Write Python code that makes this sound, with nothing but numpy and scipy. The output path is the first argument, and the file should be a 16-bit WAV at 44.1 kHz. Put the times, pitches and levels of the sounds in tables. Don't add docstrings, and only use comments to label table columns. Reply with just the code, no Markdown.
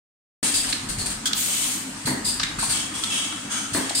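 import sys
import numpy as np
from scipy import signal
from scipy.fft import rfft, irfft
from scipy.io import wavfile
from scipy.ndimage import uniform_filter1d

SR = 44100
rng = np.random.default_rng(int(sys.argv[2]) if len(sys.argv) > 2 else 0)


def bounce(signal):
    frames = np.transpose(np.atleast_2d(signal))
    limited = np.clip(frames, -1, 1)
    pcm = np.round(limited * 32767).astype(np.int16)
    wavfile.write(sys.argv[1], SR, pcm)


N = 176400
T, HZ = np.arange(N) / SR, np.fft.rfftfreq(N, 1 / SR)


def amp(db):
    return 10 ** (np.asarray(db) / 20)


def unit(x):
    return x / np.sqrt(np.mean(x ** 2) + 1e-20)


def unit_hit(x):
    return x / np.sqrt(np.mean(np.sum(x ** 2, -1)) / (.01 * SR) + 1e-20)


def read(points, hz, axis=1):
    table = np.array(points, float)
    return np.interp(np.log(hz + 1), np.log(table[:, 0] + 1), table[:, axis])


def add(mix, start, sound):
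    part = mix[:, round(start * SR):][:, :sound.shape[-1]]
    part += sound[..., :part.shape[1]]


def resonance(hz, width):
    return 1 / (1 + (2 * (HZ - hz) / width) ** 2)


def drift(rate_hz):
    return unit(irfft(rfft(rng.standard_normal(N)) / (1 + (HZ / rate_hz) ** 2) ** 2, N))


# f/Hz, left-right correlation
COHERENCE = [(60, 1), (125, .97), (250, 0.95), (500, 0), (1000, 0.33), (2500, 0.0078)]
def noise(db=0):
    left, independent = rfft(rng.standard_normal((2, N)))
    correlation = np.clip(read(COHERENCE, HZ), -1, 1)
    right = correlation * left + np.sqrt(1 - correlation ** 2) * independent
    return unit(irfft(np.array([left, right]) * amp(db), N))


def dense_modes(t60_of, db=0):
    hz, t, bands = signal.stft(noise(db)[:, :SR], SR, nperseg=512)
    decay = 1000 ** (-t / np.maximum(t60_of(hz), .01)[:, None])
    return signal.istft(bands * decay, SR, nperseg=512)[1][:, :SR]


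# f/Hz, T60/s
ROOM_T60 = [(125, 0.41), (500, 0.47), (1500, 0.9), (4000, 0.46), (8500, 0.31), (15000, 0.27)]
def reverb(x):
    delay_s = .0038
    tail = dense_modes(lambda hz: read(ROOM_T60, hz)) * np.clip(T[:SR] / delay_s - 1, 0, 1)
    return signal.fftconvolve(x, tail / np.linalg.norm(tail[0]), axes=1)[:, :N]


def room(x, wet_db):
    return (x + amp(wet_db) * reverb(x)) / np.hypot(1, amp(wet_db))


# f/Hz, relative level/dB
WASH_SPECTRUM = [(20, -29), (45, -33.5), (70, -41), (105, -11), (135, -21), (200, -1), (275, -1),
                 (360, -9.5), (500, -11.5), (1000, -9.5), (1600, -10), (3000, -14.5), (6000, -15.5),
                 (8600, -10.5), (10500, -25), (15500, -40)]
RUMBLE_SPECTRUM = [(15, -27), (46, 0.5), (70, -11.5), (105, -4.5), (180, -8.5), (400, -17.5), (2000, -74)]
# t/s, level/dB
RUMBLE_SWELL = [(.4, -53), (1, -36), (1.3, -49), (1.95, -56), (2.2, -47.5), (2.55, -38.5), (2.85, -47),
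                (3.15, -53), (4, -56)]
# f/Hz, level/dB, rms deviation/Hz
MOTOR_PARTIALS = [(102, -54.5, 6.35), (165.4, -53, 20.9), (269.2, -46, 24)]
def workshop():
    bands = signal.stft(noise(read(WASH_SPECTRUM, HZ)), nperseg=1024)[2]
    patches = uniform_filter1d(rng.standard_normal(bands.shape[1:]), size=10, axis=0)
    patch_db = 2 * unit(uniform_filter1d(patches, size=5, axis=1))
    wash = unit(signal.istft(bands * amp(patch_db), nperseg=1024)[1][:, :N])
    hum = np.zeros(N)
    for hz, db, deviation in MOTOR_PARTIALS:
        throb = amp(db + 2.5 * drift(rate_hz=19))
        pitch = hz + deviation * drift(rate_hz=23.72)
        hum += throb * np.sqrt(2) * np.sin(2 * np.pi * np.cumsum(pitch) / SR)
    rumble = noise(read(RUMBLE_SPECTRUM, HZ)) * amp(np.interp(T, *np.transpose(RUMBLE_SWELL)))
    return amp(-35.5) * wash + hum + rumble


# t/s, level/dB, f/Hz
PART_CLINKS = [(.779, -39, 3800), (2.434, -32, 3780), (2.435, -31.5, 2078), (2.466, -34, 3830)]
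def clinks(t60_s=.12):
    out, t = np.zeros((2, N)), T[:SR]
    for start, db, hz in PART_CLINKS:
        mode = amp(-60 * t / t60_s) * np.sin(2 * np.pi * hz * t)
        add(out, start, amp(db) * unit_hit(mode))
    return room(out, wet_db=-6.5)


# t/s, level/dB, f/Hz
LEVER_KNOCKS = [(0.641, -32, 1740), (1.257, -30.5, 1500), (1.309, -32, 1510), (2.401, -29.5, 1260),
                (2.437, -28, 1760), (2.587, -27, 1460), (2.627, -25.5, 890), (3.325, -33.5, 1270),
                (3.908, -29.5, 715)]
def knocks(half_width_octaves=.23, t60_s=.061):
    out, t = np.zeros((2, N)), T[:SR // 2]
    for start, db, hz in LEVER_KNOCKS:
        detuning = np.log2((HZ + 1) / hz) / half_width_octaves
        body = noise(-20 * np.log10(1 + detuning ** 2))[:, :len(t)]
        add(out, start, amp(db) * unit_hit(body * amp(-60 * t / t60_s)))
    return room(out, wet_db=-6.5)


# t/s, level/dB, chatter/s, relative ring/dB, tilt/(dB/octave),
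# struck part's f/Hz, its width/Hz, relative reverberation/dB
STEEL_CLACKS = [(0.7266, -19.5, 0.0075, -28, -3, 4100, 1400, -5),
                (1.2566, -16.5, 0.026, -4, 8.5, 3320, 450, -6),
                (1.3321, -18.5, 0.0035, -24, 5, 3600, 1400, -5),
                (2.3965, -20, 0.0085, -21, -1.5, 4800, 1500, -1),
                (2.4324, -19, 0.006, -24, 1, 3700, 300, -4.5),
                (3.037, -22, 0.0088, -5.5, 7, 3700, 1800, -6),
                (3.895, -23.5, 0.0081, -21, 3.5, 8400, 1200, -3)]
# f/Hz, relative level/dB
CONTACT_SPECTRUM = [(300, -49), (900, -24), (1700, 8), (2500, 6.5), (3900, 8), (5000, 7), (5800, 3.5),
                    (8500, 1), (10500, -14.5), (15500, -23)]
# f/Hz, relative level/dB, T60/s
STEEL_MODES = [(1303, -8, .12), (3290, 0, .06), (3445, 1, .07), (4231, -7, .07), (6654, -9, .08),
               (9432, -6, .07)]
def clacks(contact_t60_s=.011, part_lift_db=9):
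    direct, send = np.zeros((2, 2, N))
    t = T[:SR // 2]
    for start, db, chatter, ring_db, tilt, part_hz, part_width, wet_db in STEEL_CLACKS:
        contact = amp(-3 * np.minimum(t / chatter, 1) - 60 * np.maximum(t - chatter, 0) / contact_t60_s)
        part_db = part_lift_db * resonance(part_hz, part_width)
        tilt_db = tilt * np.log2(HZ / 4000 + .077)
        crack = noise(read(CONTACT_SPECTRUM, HZ) + part_db + tilt_db)[:, :len(t)] * contact
        ring = sum(amp(level - 60 * t / t60) * np.sin(2 * np.pi * (hz * t + rng.random((2, 1))))
                   for hz, level, t60 in STEEL_MODES)
        hit = amp(db) * (unit_hit(crack) + amp(ring_db) * unit_hit(ring)) / np.hypot(1, amp(wet_db))
        add(direct, start, hit)
        add(send, start, amp(wet_db) * hit)
    return direct + reverb(send)


# t/s, level/dB
STOP_IMPACTS = [(.4, -21), (2.071, -16), (2.106, -29), (2.127, -28.5), (2.177, -31.5), (3.749, -20),
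                (3.77, -21), (3.81, -27.5)]
# f/Hz, relative level/dB, T60/s
FRAME_RESPONSE = [(60, -21, 0.18), (160, -4.5, 0.43), (292, 0.5, 0.39), (410, -10, 0.44), (804, -10, 0.14),
                  (1000, -6.5, 0.23), (1240, -14, 0.087), (1940, -8.5, 0.29), (2720, -26, 0.12),
                  (6000, -27, 0.18)]
# t/s, level/dB, f/Hz
FRAME_SHUDDERS = [(0.977, -29, 100), (1.019, -36, 50), (2.05, -28.5, 133), (2.583, -35, 129),
                  (2.681, -37.5, 113), (3.721, -33.5, 120)]
def thumps(punch_hz=299, punch_t60_s=.064, shudder_rise_s=.0055):
    out, t = np.zeros((2, N)), T[:SR // 4]
    for start, db in STOP_IMPACTS:
        boom = dense_modes(lambda hz: read(FRAME_RESPONSE, hz, axis=2), read(FRAME_RESPONSE, HZ))
        add(out, start, amp(db) * unit_hit(boom))
    out = room(out, wet_db=-5.5)
    punch = unit_hit(amp(-60 * t / punch_t60_s) * np.sin(2 * np.pi * punch_hz * t))
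    for start, db in STOP_IMPACTS:
        add(out, start, amp(db - 8) * punch)
    for start, db, hz in FRAME_SHUDDERS:
        shudder = t * np.exp(-t / shudder_rise_s) * np.sin(2 * np.pi * hz * t)
        add(out, start, amp(db) * unit_hit(shudder))
    return out


# t/s, rise/s, hold/s, level/dB, fall/(dB/s), f/Hz
RAIL_NOTES = [(2.918, 0.035, .27, -39, 66, 3340), (3.0, 0.021, 0.26, -45, 72, 1330),
              (3.5, 0.027, 0.055, -43.5, 110, 1304)]
def rails(flutter_db=3.5, waver_hz=12.04):
    out = np.zeros((2, N))
    for start, rise, hold, db, fall, hz in RAIL_NOTES:
        t = np.maximum(T - start, 0)
        level_db = db - fall * np.maximum(t - rise - hold, 0) + flutter_db * drift(rate_hz=50)
        pitch = hz + waver_hz * drift(rate_hz=50)
        out += np.minimum(t / rise, 1) * amp(level_db) * np.sin(2 * np.pi * np.cumsum(pitch) / SR)
    return room(out, wet_db=-8)


def panels(x, spread_s=.006, echo_db=-13):
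    response = np.zeros((2, SR // 10))
    response[:, 0] = 1
    for side in response:
        place, sign = rng.random(size=(2, 6))
        delays = 1 + np.round(SR * spread_s * place).astype(int)
        side[delays] += amp(echo_db) * np.sign(sign - .5)
    return signal.fftconvolve(x, response / np.linalg.norm(response[0]), axes=1)[:, :N]


def rush(events, spectrum, resonances, sag_db_per_s=6.5, flutter_db=.84):
    peaks = sum(amp(db) * resonance(hz, width) for hz, width, db in resonances)
    flow_power, ring_power = np.zeros((2, N))
    for start, rise, hold, db, fall, ring_db in events:
        t = np.maximum(T - start, 0)
        pressure = amp(db - sag_db_per_s * t - fall * np.maximum(t - rise - hold, 0))
        flow_power += (np.minimum(t / rise, 1) * pressure) ** 2
        ring_onset = np.minimum(t / (.68 * rise), 1)
        ring_power += (ring_onset * pressure * amp(ring_db)) ** 2
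    hiss = noise(read(spectrum, HZ)) * np.sqrt(flow_power)
    ringing = noise(20 * np.log10(peaks)) * np.sqrt(ring_power)
    flutter = amp(flutter_db * drift(rate_hz=66))
    return room(panels((hiss + ringing) * flutter), wet_db=-8)


# t/s, rise/s, hold/s, level/dB, fall/(dB/s), relative ringing/dB
SLIDE_STROKES = [(.43, 0.0027, 0.15, -34, 93, 0), (.62, 0.013, 0.11, -31, 120, -9),
                 (1.49, .04, 0.12, -33, 101, -0.5), (2.715, 0.044, 0.039, -26.5, 124, -3),
                 (2.93, 0.022, 0.23, -29, 109, -16), (3.098, 0.025, 0.068, -26, 59, 0.5),
                 (3.76, 0.038, 0.099, -33.5, 104, -3.5)]
RETURN_STROKES = [(3.495, 0.023, 0.068, -27.5, 100, -3)]
# f/Hz, relative level/dB
SLIDE_SPECTRUM = [(300, -12.5), (1200, -5.5), (2000, -5), (3100, 0), (4400, -4), (5700, -0.5), (6600, -0.5),
                  (7500, -2), (8700, 8.5), (10000, -6.5), (12000, -18), (15500, -22)]
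# f/Hz, width/Hz, relative level/dB
SLIDE_RESONANCES = [(2240, 70, -7), (2670, 55, 0), (3000, 80, -4), (3270, 120, 2), (3800, 70, -4),
                    (5100, 60, -6), (6800, 110, -5)]
RETURN_RESONANCES = [(1330, 250, 0.5), (1540, 190, -5), (2280, 80, -2), (3020, 120, 3), (3370, 150, -4),
                     (6490, 410, 4)]
def carriage():
    slides = rush(SLIDE_STROKES, SLIDE_SPECTRUM, SLIDE_RESONANCES)
    return slides + rush(RETURN_STROKES, SLIDE_SPECTRUM, RETURN_RESONANCES)


# t/s, rise/s, hold/s, level/dB, fall/(dB/s), relative whistle/dB
NOZZLE_BLOWS = [(1.342, 0.042, 0.35, -22.5, 107, -17.5)]
NOZZLE_SIZZLES = [(1.345, 0.0089, 0.077, -35, 73, 0)]
# f/Hz, relative level/dB
BLOW_SPECTRUM = [(300, -32), (1200, -17.5), (2900, 0.5), (4500, -1), (5800, -1), (6800, 2), (8600, 7.5),
                 (10500, -3), (12500, -7), (14400, -9), (15800, -14)]
SIZZLE_SPECTRUM = [(6000, -38), (10000, -10), (12000, 0), (14500, -4), (15800, -6)]
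# f/Hz, width/Hz, relative level/dB
BLOW_RESONANCES = [(2980, 120, 0), (3280, 180, -1)]
SIZZLE_RESONANCES = [(14400, 1100, 0)]
def nozzle():
    blow = rush(NOZZLE_BLOWS, BLOW_SPECTRUM, BLOW_RESONANCES)
    return blow + rush(NOZZLE_SIZZLES, SIZZLE_SPECTRUM, SIZZLE_RESONANCES)


# t/s, rise/s, hold/s, level/dB, fall/(dB/s), relative whistle/dB
EXHAUST_BURSTS = [(.538, 0.0047, 0.03, -19.5, 110, -7), (.605, 0.018, .11, -44, 130, -6),
                  (2.242, 0.014, 0.029, -22, 127, -4.5), (3.9475, 0.0033, .06, -22.5, 200, -5)]
VALVE_PUFFS = [(.428, 0.0018, 0.062, -22, 120, -35), (.689, 0.0017, 0.0046, -25, 300, -8),
               (.886, 0.0035, 0.016, -27.5, 170, -8), (.983, 0.0022, 0.028, -27, 200, -4),
               (1.057, 0.0029, 0.0079, -23.5, 300, -10), (1.1, 0.0032, 0.0065, -26.5, 203, -22),
               (2.054, 0.0069, 0.028, -26, 180, -4.5), (2.584, 0.0082, 0.035, -25, 304, -8),
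               (2.62, 0.0095, 0.03, -24.5, 220, -28), (2.69, .006, 0.037, -22, 154, -10),
               (3.73, 0.0075, 0.028, -24, 155, -10.5)]
# f/Hz, relative level/dB
EXHAUST_SPECTRUM = [(300, -8.5), (1200, -28), (2500, -12), (4000, -0.5), (4900, -2.5), (5500, -12.5),
                    (7000, -0.5), (8500, 5), (9500, 1.5), (11000, -8.5), (13000, -16.5), (15500, -18)]
PUFF_SPECTRUM = [(300, -26), (1200, -10), (2800, -9), (4500, -4), (5600, -9), (7000, -4.5), (8600, 3),
                 (9400, -2), (11000, -15.5), (13000, -17.5), (15500, -22.5)]
# f/Hz, width/Hz, relative level/dB
EXHAUST_RESONANCES = [(4955, 280, 0), (4590, 430, -7.5)]
PUFF_RESONANCES = [(4310, 400, -1), (4450, 160, 0)]
def cylinders():
    exhaust = rush(EXHAUST_BURSTS, EXHAUST_SPECTRUM, EXHAUST_RESONANCES)
    return exhaust + rush(VALVE_PUFFS, PUFF_SPECTRUM, PUFF_RESONANCES)


def scene():
    air_and_carriage = cylinders() + nozzle() + carriage() + rails() + thumps()
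    return air_and_carriage + workshop() + clacks() + clinks() + knocks()


# f/Hz, left minus right/dB
CHANNEL_BALANCE = [(200, 0.5), (550, 1.5), (1200, 1.5), (2600, -2), (6500, -0.5), (7500, 0.5), (8500, 9.5),
                   (9800, 4), (11500, 1), (15000, -2.5)]
def record(dry, start_s=.4285, cutoff_hz=15800):
    balance = amp(read(CHANNEL_BALANCE, HZ) * np.array([[.5], [-.5]]))
    balance /= np.sqrt(np.mean(balance ** 2, 0))
    heard = irfft(rfft(dry) * balance, N) * (T >= start_s)
    lowpass = signal.firwin(511, cutoff_hz, window=("kaiser", 9), fs=SR)
    return signal.oaconvolve(heard, lowpass[None], "same")


dry = scene()
out = record(dry)
bounce(out)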